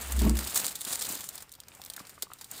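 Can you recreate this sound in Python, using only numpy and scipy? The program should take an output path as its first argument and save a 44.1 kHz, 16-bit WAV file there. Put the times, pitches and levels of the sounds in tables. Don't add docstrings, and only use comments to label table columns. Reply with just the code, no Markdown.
import sys
import numpy as np
from scipy import signal
from scipy.fft import rfft, irfft, next_fast_len
from scipy.io import wavfile
from scipy.ndimage import uniform_filter1d

SR = 44100
rng = np.random.default_rng(int(sys.argv[2]) if len(sys.argv) > 2 else 0)


def dump(signal):
    limited = np.clip(np.atleast_2d(signal).T, -1, 1)
    pcm = np.round(limited * 32767).astype(np.int16)
    wavfile.write(sys.argv[1], SR, pcm)


N = 114660

# [f/Hz, width/Hz, level/dB per Hz (rustle only)]
SKIN = [(1635, 2290, -11.5), (4360, 2010, 0.5), (8480, 3520, 2.5), (13910, 4940, -1)]


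def from_db(db):
    return 10 ** (np.asarray(db) / 20)


def rms_one(x):
    return x / np.sqrt(np.mean(x ** 2) + 1e-20)


def in_time(rows):
    s, *columns = np.transpose(rows)
    return [np.interp(np.arange(N) / SR, s, c) for c in columns]


def drift(rate_hz):
    r = np.exp(-2 * np.pi * rate_hz / SR)
    wander = signal.lfilter([1], [1, -2 * r, r * r], rng.standard_normal(N + SR))
    return rms_one(wander[SR:])


def ring(clicks, hz, t60):
    r, w = from_db(-60 / (t60 * SR)), 2 * np.pi * hz / SR
    return signal.lfilter([0, np.sin(w)], [1, -2 * r * np.cos(w), r * r], clicks + 1e-18)


def broad(x, hz, width_hz):
    edges = np.clip([hz - width_hz / 2, hz + width_hz / 2], 50, .48 * SR)
    band = signal.butter(2, edges, "band", fs=SR, output="sos")
    return signal.sosfilt(band, x) * np.sqrt(SR / 2 / width_hz)


def coloured(spectrum):
    hz, db = np.transpose(spectrum)
    f = np.arange(1, N // 2 + 2) * SR / N
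    gain = from_db(np.interp(np.log(f), np.log(hz), db, right=-90))
    return rms_one(irfft(rfft(rng.standard_normal(N)) * gain, N))


def grains(spread_db):
    sizes = from_db(spread_db * np.minimum(rng.exponential(1, N), 4))
    return rms_one(sizes * rng.choice([-1, 1], N))


def snaps():
    # [t/s, level/dB, lowest resonance/dB and second resonance/dB against level, t60/s]
    creases = [(0.1208, -16.5, -46, -20, 0.033), (0.1911, -21, -39, -15, 0.04),
               (0.2177, -21, -25, -15, 0.027), (0.2951, -15.5, -18.5, -13, 0.011),
               (0.3537, -24.5, -41, -18, 0.022), (0.3687, -21, -31, -16.5, 0.068),
               (0.389, -17.5, -18, -16, 0.031), (0.4474, -23, -31, -20, 0.028),
               (0.4718, -21.5, -30, -13.5, 0.081), (0.5447, -16.5, -31.5, -25, 0.038),
               (0.558, -13, -21.5, -26, 0.064), (0.5741, -12.5, -30, -20, 0.035),
               (0.6448, -20, -20, -10.5, 0.019), (0.6595, -18.5, -43, -19, 0.0083),
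               (0.666, -15, -46, -18, 0.01), (0.68, -22.5, -26, -12.5, 0.045),
               (0.754, -22.5, -45, -15, 0.053), (0.8088, -23.5, -42, -17.5, 0.018),
               (0.815, -20, -31, -20, 0.024), (0.8494, -20, -28, -13, 0.031),
               (0.9564, -16, -22, -18, 0.012), (1.0104, -22.5, -18.5, -13.5, 0.053),
               (1.0187, -21.5, -17.5, -13.5, 0.024), (1.0229, -20, -25, -15.5, 0.03),
               (1.0507, -24, -25, -10, 0.036), (1.089, -18, -24.5, -27, 0.043),
               (1.1234, -20.5, -27, -32, 0.029), (1.2065, -25.5, -22, -15, 0.051),
               (1.241, -27, -27, -18, 0.043), (1.2892, -18, -31.5, -21.5, 0.023),
               (1.3544, -25, -41, -42, 0.032), (1.378, -28.5, -18.5, -12, 0.038),
               (1.404, -37, -17.5, -14, 0.096), (1.423, -30.5, -20, -18, 0.038),
               (1.493, -38, -34, -14, 0.013), (1.518, -30.5, -44, -23, 0.015),
               (1.5243, -34.5, -38, -18, 0.015), (1.5378, -36.5, -37, -11, 0.027),
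               (1.5511, -35.5, -23, -13, 0.026), (1.602, -29.5, -39, -15.5, 0.022),
               (1.635, -46.5, -9, -4.5, 0.025), (1.6835, -30.5, -24, -17, 0.02),
               (1.7493, -37, -25, -26, 0.03), (1.8164, -30.5, -16, -9, 0.022), (1.838, -35, -35, -10, 0.02),
               (1.8492, -27.5, -43, -36, 0.015), (1.8608, -30, -20, -13, 0.025),
               (1.9, -22, -24, -13, 0.024), (1.9357, -29.5, -47, -14, 0.035),
               (1.9638, -25.5, -19, -15, 0.032), (1.9926, -35, -13, -11.5, 0.096),
               (2.051, -40.5, -7.5, -6.5, 0.028), (2.069, -36, -18, -13.5, 0.046),
               (2.094, -33.5, -18.5, -14.5, 0.063), (2.2224, -17, -25.5, -15.5, 0.04),
               (2.2275, -28.5, -16, -12.5, 0.031), (2.3348, -29, -38, -17, 0.021),
               (2.386, -41, -18, -11.5, 0.072), (2.4112, -30, -18, -13.5, 0.063),
               (2.4432, -31, -31, -15.5, 0.035), (2.5135, -23.5, -37, -24, 0.027)]
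    third_db, top_db = -11, -12.5
    gain_db, grain_spread_db = 1, 5
    crack = 1.58
    rise_s = .00015
    edge_db, edge_t60_s = 12.5, .0039

    t, rough = np.arange(N) / SR, grains(grain_spread_db)
    envelopes = np.zeros((4, N))
    for s, db, lowest_db, second_db, t60 in creases:
        rough[int((s + 2 * rise_s) * SR)] = crack
        start = int(s * SR)
        u = t[start:start + 6000] - s
        rise = 1 - np.exp(-np.maximum(u, 0) / rise_s)
        decay = from_db(-60 * u / max(t60, .004))
        edge = edge_t60_s / t60 * from_db(edge_db - 60 * u / edge_t60_s)
        levels_db = db + gain_db + np.array([lowest_db, second_db, third_db, top_db])
        envelopes[:, start:start + len(u)] += np.outer(from_db(levels_db), rise * (decay + edge))
    out = 0
    for envelope, (hz, width_hz, _) in zip(envelopes, SKIN):
        out = out + broad(envelope * rough, hz, width_hz)
    return out


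def rustle():
    # [t/s, treble rustle level/dB, rub level/dB]
    handling = [(0, -41, -47.5), (.27, -39.5, -42), (.33, -48.5, -47.5), (.4, -41.5, -43), (.53, -40, -46),
                (.56, -25.5, -42), (.6, -33.5, -40.5), (.68, -37.5, -48), (.72, -41, -49.5),
                (.795, -48.5, -54), (.84, -40.5, -49.5), (.93, -33.5, -43), (.985, -40.5, -51.5),
                (1.03, -37.5, -47), (1.16, -38.5, -49.5), (1.22, -47.5, -54.5), (1.35, -49, -56.5),
                (1.47, -66, -63.5), (1.65, -66.5, -66), (1.77, -55.5, -58), (1.99, -60, -59.5),
                (2.2, -61, -62), (2.29, -61.5, -63.5), (2.48, -61, -61), (2.52, -44.5, -56.5),
                (2.6, -45, -52.5)]
    # [f/Hz, level/dB per Hz]
    rub_colour = [(35, -24), (60, -3.5), (183, -0.5), (381, -2.5), (1530, -3), (3000, -5.5), (3900, -21)]
    grains_per_s, grain_spread_db = 8000, 3.5
    clump_db, clumps_hz = 2.5, 40
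    ticks_per_s, tick_db, tick_t60_s, tick_colour_db = 200, -7, .004, 4
    rub_patchy_db, rub_patch_hz = 2.5, 33.6

    treble_db, rub_db = in_time(handling)
    fine = rms_one(grains(grain_spread_db) * (rng.random(N) < grains_per_s / SR))
    tick_sizes = from_db(tick_db + 2.5 * rng.standard_normal(N))
    starts = (rng.random(N) < ticks_per_s / SR) * tick_sizes
    tick_decay = from_db(-60 / (tick_t60_s * SR))
    clumps, skin = from_db(clump_db * drift(clumps_hz)), 0
    for hz, width_hz, db in SKIN:
        coloured_starts = starts * from_db(tick_colour_db * rng.standard_normal(N))
        ticks = signal.lfilter([1], [1, -tick_decay], coloured_starts + 1e-18)
        level = from_db(db + 1.23 * drift(25.0)) * np.sqrt(width_hz)
        skin = skin + level * broad(fine * (clumps + ticks), hz, width_hz)
    rub = rms_one(coloured(rub_colour) * (from_db(rub_patchy_db * drift(rub_patch_hz)) + ticks))
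    return from_db(treble_db) * rms_one(skin) + from_db(rub_db) * rub


def knocks():
    # [t/s, level/dB, f/Hz]
    hits = [(1.101, -36.5, 205), (1.584, -52.5, 775), (1.718, -38.5, 2620), (1.796, -40.5, 780),
            (1.976, -40, 600), (1.979, -33, 1490), (2.002, -36, 1140), (2.007, -40.5, 197),
            (2.179, -36.5, 1200), (2.232, -42, 477), (2.269, -44, 1150), (2.302, -42, 1190),
            (2.3165, -34, 1275), (2.3165, -35.5, 2620)]
    ring_factor = 14.5
    partner_ratio, partner_db = 1.37, -13.5
    scuff_t60_s = .023
    body_cut_hz = 84

    out, u = 0, np.arange(900) / SR
    for s, db, hz in hits:
        scuff = rng.standard_normal(len(u)) * from_db(-60 * u / scuff_t60_s)
        start = int(s * SR)
        push = np.zeros(N)
        push[start:start + len(u)] = from_db(db) * scuff / np.sqrt(np.sum(scuff ** 2))
        t60 = ring_factor / np.sqrt(hz * 1000)
        out = out + ring(push, hz, t60)
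        out = out + from_db(partner_db) * ring(push, hz * partner_ratio, t60)
    return signal.sosfilt(signal.butter(2, body_cut_hz, "high", fs=SR, output="sos"), out)


def bumps():
    # [t/s, level/dB]
    hits = [(.14, -43), (.175, -33.5), (.212, -22), (.243, -22.5), (.262, -19), (.298, -24.5), (.33, -33),
            (0.379, -37.5)]
    # [f/Hz, level/dB against the bump, t60/s]
    hollow = [(128, -9, 0.14), (174, -10, 0.12), (206.7, -3, 0.18), (223.2, -2, 0.18), (299.6, -11, 0.26),
              (342.7, -9.5, 0.2), (413, -16, 0.2), (507, -15, 0.087), (634, -12, 0.047), (905, -12, 0.022),
              (1104, -23, 0.19)]
    spread_db = 2.5
    push_cycles = 7.7

    s, bump_db = np.transpose(hits)
    out = 0
    for hz, db, t60 in hollow:
        clicks = np.zeros(N)
        levels_db = bump_db + db + spread_db * rng.standard_normal(len(s))
        clicks[(s * SR).astype(int)] = from_db(levels_db)
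        push = ring(clicks, hz, push_cycles / hz)
        out = out + ring(push, hz, t60) * 2 * np.log(1000) * hz / (push_cycles * SR)
    return out


def wobble():
    # [t/s, f/Hz, rms level/dB]
    swing = [(0, 66, -51), (.09, 66.3, -40), (.165, 64.7, -26), (.225, 60.99, -23), (.27, 57.8, -24.5),
             (.325, 59, -24), (.365, 62.5, -27), (.41, 62.84, -40), (.47, 65, -45), (.53, 67, -74)]
    hz, db = in_time(swing)
    on = np.arange(N) < swing[-1][0] * SR
    gate = uniform_filter1d(on * 1., size=900)
    return np.sqrt(2) * from_db(db) * gate * np.sin(2 * np.pi * np.cumsum(hz) / SR)


def room(x):
    t60_s, wall_cut_hz = .093, 8100
    size = next_fast_len(N + SR)
    f = np.arange(size // 2 + 1) * SR / size
    tail = 0
    for k, lag_s in enumerate(rng.uniform(.008, .03, 8)):
        wall = from_db(-60 * lag_s / t60_s) / (1 + 1j * f / wall_cut_hz)
        loop = wall * np.exp(-2j * np.pi * f * lag_s)
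        tail = tail + (-1) ** k * loop / (1 - loop)
    return irfft(rfft(x, size) * tail, size)[:N]


def room_tone():
    # [f/Hz, level/dB]
    air = [(15, -23), (25, 20), (92, 31.5), (568, 10), (787, -21), (5570, 11.5), (7300, -7), (11300, -48),
           (14000, -23), (16500, -33)]
    return from_db(-65.5) * coloured(air)


def scene():
    room_db = -15
    boot = snaps() + rustle() + knocks()
    mix = boot + from_db(room_db) * room(boot) + bumps() + wobble() + room_tone()
    return mix[None]


def record(dry):
    return signal.sosfilt(signal.cheby2(12, 70, 16600, fs=SR, output="sos"), dry)


dry = scene()
out = record(dry)
dump(out)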